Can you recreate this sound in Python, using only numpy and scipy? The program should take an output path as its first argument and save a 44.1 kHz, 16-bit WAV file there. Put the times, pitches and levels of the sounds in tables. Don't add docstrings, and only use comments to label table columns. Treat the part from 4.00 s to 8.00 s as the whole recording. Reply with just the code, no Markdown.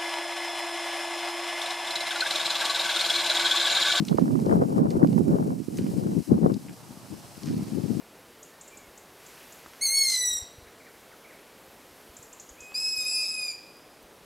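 import sys
import numpy as np
from scipy import signal
from scipy.fft import rfft, irfft
from scipy.io import wavfile

SR = 44100
rng = np.random.default_rng(int(sys.argv[2]) if len(sys.argv) > 2 else 0)


def to_wav(sig):
    pcm = np.clip(np.atleast_2d(sig), -1, 1) * 32767
    pcm = np.round(pcm).astype(np.int16)
    wavfile.write(sys.argv[1], SR, pcm.T)


N = 176400

# (time [s], level [dB])
EDDY_LEVEL = [(0.0, -75), (0.045, -56), (0.06, -70), (0.12, -37), (0.165, -52), (0.19, -42), (0.24, -49),
              (0.36, -47), (0.435, -41.5), (0.48, -38), (0.525, -30.5), (0.595, -40.5), (0.625, -30.5),
              (0.675, -51), (0.705, -39), (0.72, -42), (0.795, -33.5), (0.84, -42), (0.86, -36),
              (0.885, -45.5), (0.96, -36.5), (0.98, -45), (1.0, -36.5), (1.05, -35), (1.08, -50.5),
              (1.14, -42), (1.155, -62), (1.19, -41), (1.23, -54), (1.275, -43), (1.335, -35), (1.42, -43),
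              (1.515, -44.5), (1.665, -75), (1.695, -58), (1.755, -50.5), (1.845, -62), (1.86, -45),
              (1.89, -49), (2.115, -50), (2.19, -55), (2.265, -77), (2.31, -34.5), (2.345, -40), (2.4, -58),
              (2.43, -35.5), (2.465, -35.5), (2.482, -42), (2.505, -37), (2.565, -84), (3.48, -75),
              (3.525, -70), (3.72, -80), (3.78, -54.5), (4.0, -60)]


def amp(db):
    return 10 ** (np.asarray(db) / 20)


def unit(x):
    return x / np.sqrt(np.mean(x ** 2) + 1e-20)


def at_hz(points, hz):
    f, value = np.transpose(points)
    return np.interp(np.log(hz + 1), np.log(f + 1), value)


def curve(rows):
    return np.interp(np.arange(N) / SR, *np.transpose(rows))


def add(mix, s, sound):
    part = mix[..., max(round(s * SR), 0):][..., :sound.shape[-1]]
    part += sound[..., :part.shape[-1]]


def wander(rate_hz):
    hz = np.fft.rfftfreq(N, 1 / SR)
    spectrum = rfft(rng.standard_normal(N)) / (1 + (hz / rate_hz) ** 4)
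    return unit(irfft(spectrum, N))


def lumpiness(depth_db, rate_hz):
    drift = np.clip(wander(rate_hz), -2, 1.5)
    return unit(amp(depth_db * drift))


def colour(x, spectrum, size=4096):
    hz = abs(np.fft.fftfreq(size, 1 / SR))
    log_gain = np.log(amp(at_hz(spectrum, hz)))
    response = np.exp(np.conj(signal.hilbert(log_gain)))
    taps = np.fft.ifft(response).real[:size // 2]
    taps = taps / np.linalg.norm(taps)
    return signal.oaconvolve(x, taps[None], axes=1)[:, :N]


def pair(same):
    c = np.clip(at_hz(same, np.fft.rfftfreq(N, 1 / SR)), -.99, .99)
    noise = rfft(rng.standard_normal((2, N)))
    mid, side = noise * np.sqrt([(1 + c) / 2, (1 - c) / 2])
    return irfft(np.array([mid + side, mid - side]), N)


def ports(pan_db):
    g = amp(np.array([[pan_db], [-pan_db]]) / 2)
    return g / np.sqrt(np.mean(g ** 2))


def hiss(level_db=3, flicker_db=1.0, flicker_hz=45):
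    # (frequency [Hz], level [dB per Hz])
    low_spectrum = [(20, -19), (900, -3)]
    # (frequency [Hz], level [dB per Hz])
    high_spectrum = [(1290, -32), (2200, 0.5), (2740, 0.5), (3030, 0.5), (3260, -2), (3480, -5.5),
                     (4030, 2), (4410, 0.5), (5200, 4), (6480, 1.5), (7950, 2.5), (10700, 1), (14100, -4),
                     (15600, -10.5)]
    # (frequency [Hz], likeness [-1..1])
    likeness = [(500, .5), (2000, 0.53), (4000, 0.79), (8000, 0.87), (12000, 0.84), (15000, .72)]
    # (time [s], level [dB])
    loudness = [(0.0, -60), (0.05, -56.5), (0.07, -51), (0.09, -55), (0.13, -57), (0.34, -57), (0.51, -55),
                (0.63, -60), (0.69, -55.5), (0.75, -59), (0.78, -55.5), (0.82, -63.5), (0.87, -62),
                (0.9, -57.5), (1.02, -59.5), (1.19, -54.5), (1.2, -57.5), (1.43, -58), (1.45, -59),
                (1.59, -57.5), (1.68, -58), (1.78, -53.5), (1.8, -56.5), (1.99, -54), (2.02, -56.5),
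                (2.25, -55), (2.36, -59), (4.0, -55.5)]
    spectrum = low_spectrum + [p for p in high_spectrum if p[0] > 2000]
    flicker = flicker_db * wander(flicker_hz)
    return colour(pair(likeness), spectrum) * amp(curve(loudness) + level_db + flicker)


def traffic(swell_db=1.5, swell_hz=29):
    # (frequency [Hz], level [dB per Hz])
    spectrum = [(20, 14), (60, -2), (130, 10.5), (250, -2.5), (450, -1), (850, -1), (1300, -6.5),
                (2000, -15), (3200, -15.5), (6000, -22), (15000, -50)]
    # (frequency [Hz], likeness [-1..1])
    likeness = [(50, 0.17), (300, 0.91), (650, 0.9), (1000, 0.59), (1500, 0.16), (2500, 0.91), (8000, .6)]
    # (time [s], level [dB])
    loudness = [(0, -50), (.8, -58), (1.6, -54.5), (2, -53), (2.55, -53), (2.8, -48.5), (3.3, -48),
                (4, -48.5)]
    return colour(pair(likeness), spectrum) * amp(curve(loudness) + swell_db * wander(swell_hz))


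def tyres():
    # (frequency [Hz], level [dB per Hz])
    spectrum = [(20, -44), (1000, -1), (2400, 4.5), (3400, 3), (4800, 9.5), (7000, 2), (10000, 1),
                (16000, -6)]
    # (frequency [Hz], likeness [-1..1])
    likeness = [(1000, 0.57), (4000, 0.73), (10000, 0.36)]
    # (time [s], level [dB])
    loudness = [(0, -61.5), (1.6, -79), (1.9, -59), (2.5, -67.5), (3.1, -60.5), (3.55, -56.5), (4, -55)]
    return colour(pair(likeness), spectrum) * amp(curve(loudness)) * ports(pan_db=-1.5)


def buffeting(level_db=-2, lumpy_db=3.5, lump_hz=70):
    # (frequency [Hz], level [dB per Hz])
    spectrum = [(20, -25), (42, -46), (65, -30.5), (100, -10), (150, 0), (220, 1.5), (320, -4),
                (450, -17.5), (650, -28), (1000, -39), (2000, -70), (6000, -94)]
    # (frequency [Hz], likeness [-1..1])
    likeness = [(60, 0.12), (200, 0.43), (400, 0.097), (800, 0)]
    # (time [s], level [dB])
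    left = [(0.0, -18.5), (0.03, -24), (0.06, -50), (0.105, -21), (0.135, -36), (0.255, -22), (0.39, -32.5),
            (0.435, -26.5), (0.465, -25.5), (0.525, -16.5), (0.675, -23), (0.78, -18), (0.93, -22),
            (1.035, -13), (1.065, -26), (1.14, -23), (1.245, -29.5), (1.35, -16.6), (1.365, -29),
            (1.41, -17.5), (1.455, -29), (1.485, -20), (1.635, -46.5), (1.815, -23), (1.905, -37),
            (1.935, -18), (2.07, -22), (2.1, -24.5), (2.205, -16.5), (2.25, -59), (2.28, -25),
            (2.325, -15.5), (2.34, -21.5), (2.46, -19), (2.565, -22.5), (2.58, -38.5), (2.73, -39),
            (2.76, -55), (2.91, -42.5), (2.97, -52), (3.09, -57), (3.12, -27), (3.22, -51), (3.41, -59),
            (3.435, -30), (3.51, -28), (3.63, -28), (3.655, -42), (3.78, -20.5), (3.81, -28), (3.85, -18.5),
            (3.875, -29.5), (3.9, -22.5), (4.0, -26)]
    # (time [s], level [dB])
    right = [(0.0, -27), (0.075, -34.5), (0.12, -17), (0.165, -26.5), (0.225, -11), (0.255, -25.5),
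             (0.315, -18.5), (0.375, -20), (0.57, -21.5), (0.63, -18), (0.66, -31), (0.78, -24.5),
             (0.795, -12.5), (0.885, -27.5), (0.99, -22), (1.215, -16), (1.23, -26.5), (1.275, -15),
             (1.365, -25), (1.395, -25.5), (1.455, -24), (1.605, -28), (1.665, -42), (1.68, -31.5),
             (1.71, -31.5), (1.845, -22), (2.01, -36), (2.04, -26.5), (2.115, -28), (2.145, -30),
             (2.205, -33), (2.25, -62), (2.31, -23), (2.37, -19), (2.4, -44), (2.43, -23), (2.505, -26),
             (2.655, -46), (2.7, -36), (2.805, -61), (3.12, -43.5), (3.36, -66), (3.51, -24.5),
             (3.9, -42.5), (3.93, -25), (4.0, -52)]
    lumps = np.array([lumpiness(lumpy_db, lump_hz) for _ in range(2)])
    gusts = np.array([curve(left), curve(right)])
    return colour(pair(likeness), spectrum) * lumps * amp(level_db + gusts)


def flutter(level_db=7, lumpy_db=5.5, lump_hz=120):
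    # (frequency [Hz], level [dB per Hz])
    spectrum = [(30, -56), (150, -8.5), (280, -13.5), (380, 5), (500, 1), (700, -2), (1000, -12),
                (1500, -22), (2100, -45), (3000, -67), (8000, -59)]
    # (frequency [Hz], likeness)
    likeness = [(150, -0.48), (350, 0.29), (600, -0.89), (1200, -0.92), (2200, -1.7)]
    lumps = lumpiness(lumpy_db, lump_hz)
    return colour(pair(likeness) * lumps, spectrum) * amp(curve(EDDY_LEVEL) + level_db)


def roar(level_db=-32, full_gust_db=-32, growth=1.8, lumpy_db=-1.0, lump_hz=140):
    # (frequency [Hz], level [dB per Hz])
    spectrum = [(30, -28), (150, -13), (330, -2.5), (480, 2), (700, -7.5), (1000, -13.5), (1500, -22),
                (2100, -33.5), (3500, -61), (8000, -66)]
    # (frequency [Hz], likeness [-1..1])
    likeness = [(200, .2), (500, 0.46), (1200, -0.2), (2300, .5)]
    lumps = lumpiness(lumpy_db, lump_hz)
    gust_db = level_db + growth * (curve(EDDY_LEVEL) - full_gust_db)
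    return colour(pair(likeness) * lumps, spectrum) * amp(gust_db)


def puffs(level_db=-5.0, swings=0.29, cut_hz=75):
    # (time of the middle [s], level [dB], left minus right [dB], swing rate [Hz])
    puff_list = [(0.117, -9.5, -30, 275), (0.146, -7, -26, 264), (0.188, -4.5, -26, 330),
                 (0.221, -8, -26, 260), (0.312, -14, -22, 208), (0.467, -8.5, 20, 282),
                 (0.488, -10, 6, 306), (0.52, -9, 22, 277), (0.533, -7, 14, 250), (0.568, -11, 15, 257),
                 (0.621, -6, -18, 365), (0.773, -12, 24, 320), (0.801, -7.5, -29, 280),
                 (0.845, -17.5, -7, 210), (0.858, -13, 22, 318), (0.943, -9, 26, 241),
                 (0.956, -9.5, 16, 255), (0.97, -9, 15, 224), (1.03, -4.5, 20, 225), (1.046, -13, -16, 372),
                 (1.126, -20, -10, 248), (1.183, -7.5, -19, 269), (1.207, -6.5, -24, 287),
                 (1.281, -7, -24, 264), (1.306, -9.5, -15, 280), (1.345, -6.5, 19, 260),
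                 (1.402, -14.5, 22, 258), (1.48, -13.5, 17, 270), (1.603, -17.5, -14, 230),
                 (1.685, -12, -20, 243), (1.792, -12.5, 14, 267), (1.814, -14, 19, 222),
                 (2.029, -16.5, 20, 228), (2.064, -9, 27, 233), (2.175, -16.5, 16, 215),
                 (2.196, -21, 19, 216), (2.319, 0, 15, 240), (2.35, -17, 8, 170), (2.388, -13, 12, 280),
                 (2.416, -10.5, 15, 236), (2.442, -4.5, 19, 229), (2.462, -3, 22, 337), (2.5, -14, 14, 303),
                 (2.519, -13.5, 18, 287), (2.543, -18, 31, 225), (2.908, -30, 1, 184),
                 (2.974, -30.5, 6, 183), (3.124, -19.5, 16, 206), (3.379, -27.5, 16, 219),
                 (3.433, -25, 10, 220), (3.501, -19, 12, 220), (3.568, -15.5, 16, 190),
                 (3.683, -25, 10, 218), (3.734, -17, 14, 237), (3.774, -14.5, 19, 250),
                 (3.785, -11.5, 20, 254), (3.861, -16, 23, 241), (3.906, -11, 26, 240),
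                 (3.971, -16, 23, 218)]
    out = np.zeros((2, N))
    t = np.arange(-SR // 100, SR // 100) / SR
    for s, db, pan_db, hz in puff_list:
        bump = np.exp(-(hz * t / swings) ** 2 / 2)
        swing = np.sin(2 * np.pi * hz * t) * bump
        add(out, s + t[0], ports(pan_db) * amp(db + level_db) * swing / swing.max())
    return signal.sosfilt(signal.butter(2, cut_hz, "highpass", fs=SR, output="sos"), out)


def slaps(decay_s=0.0029, level_db=-6):
    # (time [s], level [dB], left minus right [dB])
    slap_list = [(0.094, -37, -12), (0.116, -39, -7), (0.127, -35, -8), (0.183, -18, -6.5),
                 (0.187, -21.5, -3), (0.22, -33, -4), (0.257, -33.5, -5), (0.278, -27.5, -5),
                 (0.308, -30.5, -5.5), (0.354, -27.5, -4.5), (0.391, -33, -8), (0.454, -35, -6),
                 (0.466, -31, 5), (0.495, -22, 4), (0.512, -24.5, 7), (0.524, -19, 3), (0.555, -32, -7),
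                 (0.617, -28, 0), (0.703, -36, 8), (0.762, -31, 6), (0.78, -26, 4.5), (0.79, -34, 0.5),
                 (0.826, -37, 4), (0.856, -28.5, 4.5), (0.869, -33, 11), (0.939, -39, 6), (0.956, -36, 5.5),
                 (0.964, -36, 6), (0.995, -35, -3), (1.017, -33, 8), (1.029, -26.5, -5),
                 (1.045, -20.5, -6.5), (1.179, -22, -4.5), (1.208, -30.5, -6.5), (1.28, -36.5, -6),
                 (1.295, -36, -6), (1.329, -31, -1), (1.345, -38, 4), (1.356, -40, 6), (1.385, -32, 8),
                 (1.426, -32, 5), (1.505, -32, -5.5), (1.862, -36, -7), (2.035, -37, 4), (2.07, -33, 6),
                 (2.116, -31, 3), (2.319, -33, 5.5), (2.341, -28.5, 5.5), (2.379, -34, 6), (2.431, -30, 4),
                 (2.441, -38, 3.5), (2.461, -25, 7), (2.498, -29, 6), (2.508, -34, 7)]
    # (frequency [Hz], level [dB per Hz])
    spectrum = [(60, -40), (300, 0.5), (480, 9), (750, 3.5), (1100, -3.5), (1600, -11.5), (2100, -23),
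                (2800, -33), (4000, -46), (8000, -53)]
    out = np.zeros((2, N))
    t = np.arange(SR // 50) / SR
    for s, db, pan_db in slap_list:
        burst = np.exp(-t / decay_s) * rng.standard_normal((1, len(t)))
        crack = unit(colour(burst, spectrum)[0, :len(t)])
        add(out, s, ports(pan_db) * amp(db + level_db) * np.array([-crack, crack]))
    return out


def scrapes(grains_per_s=700):
    # (time [s], level [dB], decay [s])
    drag_list = [(0.173, -44.5, .02), (1.785, -51.5, 0.061), (3.455, -50, 0.087)]
    # (frequency [Hz], level [dB per Hz])
    spectrum = [(200, -16), (1500, 3), (2400, 5), (3300, -1.5), (4800, 5), (6500, -1), (9000, -25),
                (16000, -25)]
    out = np.zeros(N)
    t = np.arange(SR // 3) / SR
    for s, db, decay_s in drag_list:
        grains = rng.standard_normal(len(t)) * (rng.random(len(t)) < grains_per_s / SR)
        add(out, s, amp(db) * np.exp(-t / decay_s) * unit(grains))
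    return colour(out[None], spectrum)


def pole(rise_s=.0003, decay_s=.0016, tip_q=2.0, shaft_hz=5000, shaft_t60_s=0.06, shaft_db=-22):
    # (time [s], ring level [dB], ring pitch [Hz], grit level [dB])
    contacts = [(.0508, -33.5, 5660, -9.5), (0.0827, -28.5, 3740, -16), (0.086, -27, 3650, -19),
                (.3995, -42, 5770, -2), (.461, -40, 5100, -8), (0.904, -33.5, 5000, -12),
                (.908, -42, 5100, 1), (0.914, -42, 5200, -3), (1.072, -43, 4940, 3.5),
                (1.129, -42, 2600, -6), (1.186, -46, 7850, -19), (1.282, -43.5, 9000, 0),
                (1.772, -33.5, 5700, -14), (1.779, -39, 7800, -17), (1.7842, -42, 2400, -9),
                (1.7855, -38, 2380, 4), (1.866, -41.5, 2240, -16), (2.521, -44, 4900, -6),
                (2.5392, -38, 4730, -3), (2.542, -36, 4670, -18), (2.684, -38.5, 2230, -15),
                (2.694, -41, 2050, -19), (3.433, -33.5, 4900, -12), (3.458, -39, 6200, -18),
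                (3.47, -44, 5000, -12), (3.495, -43, 4970, -5)]
    # (frequency [Hz], level [dB per Hz])
    grit_spectrum = [(100, -18), (1300, -8), (2300, 11), (3200, 3), (4500, 1), (6500, -11), (8000, -18),
                     (12000, -4), (16000, -13)]
    ring, grit = np.zeros(N), np.zeros(N)
    t = np.arange(SR // 8) / SR
    blow = (1 - np.exp(-t / rise_s)) * np.exp(-t / decay_s)
    for s, db, hz, grit_db in contacts:
        tip_noise, grit_noise = rng.standard_normal((2, len(t)))
        mode = signal.iirpeak(hz, tip_q, fs=SR)
        tip = blow * signal.lfilter(*mode, signal.lfilter(*mode, tip_noise))
        tip = tip * np.linalg.norm(blow) / np.linalg.norm(tip)
        near = 1 / (1 + (2 * tip_q * (hz / shaft_hz - 1)) ** 2)
        shaft_fade = amp(shaft_db - 60 * t / shaft_t60_s)
        shaft = near * shaft_fade * np.sin(2 * np.pi * shaft_hz * t)
        add(ring, s, amp(db) * (tip + shaft))
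        add(grit, s, amp(db + grit_db) * blow * grit_noise)
    return ring + colour(grit[None], grit_spectrum)


def street(x, t60_s=0.26, echo_db=-10, echoes_per_s=2000):
    t = np.arange(SR // 2) / SR
    hits = rng.random((2, len(t))) < echoes_per_s / SR
    tail = rng.standard_normal((2, len(t))) * hits * amp(-60 * t / t60_s)
    tail = tail + tail[::-1] / 2
    tail = tail / np.linalg.norm(tail[0])
    return x + amp(echo_db) * signal.fftconvolve(x, tail, axes=1)[:, :N]


def scene():
    background = hiss() + traffic() + tyres()
    wind = buffeting() + flutter() + roar() + puffs() + slaps()
    return background + wind + street(pole() + scrapes())


def record(dry, bass_cut_hz=62, edge_hz=15700):
    cut = signal.sosfilt(signal.butter(4, bass_cut_hz, "highpass", fs=SR, output="sos"), dry)
    band_limit = signal.firwin(511, edge_hz, window=("kaiser", 9), fs=SR)
    return signal.oaconvolve(cut, band_limit[None], "same")


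dry = scene()
out = record(dry)
to_wav(out)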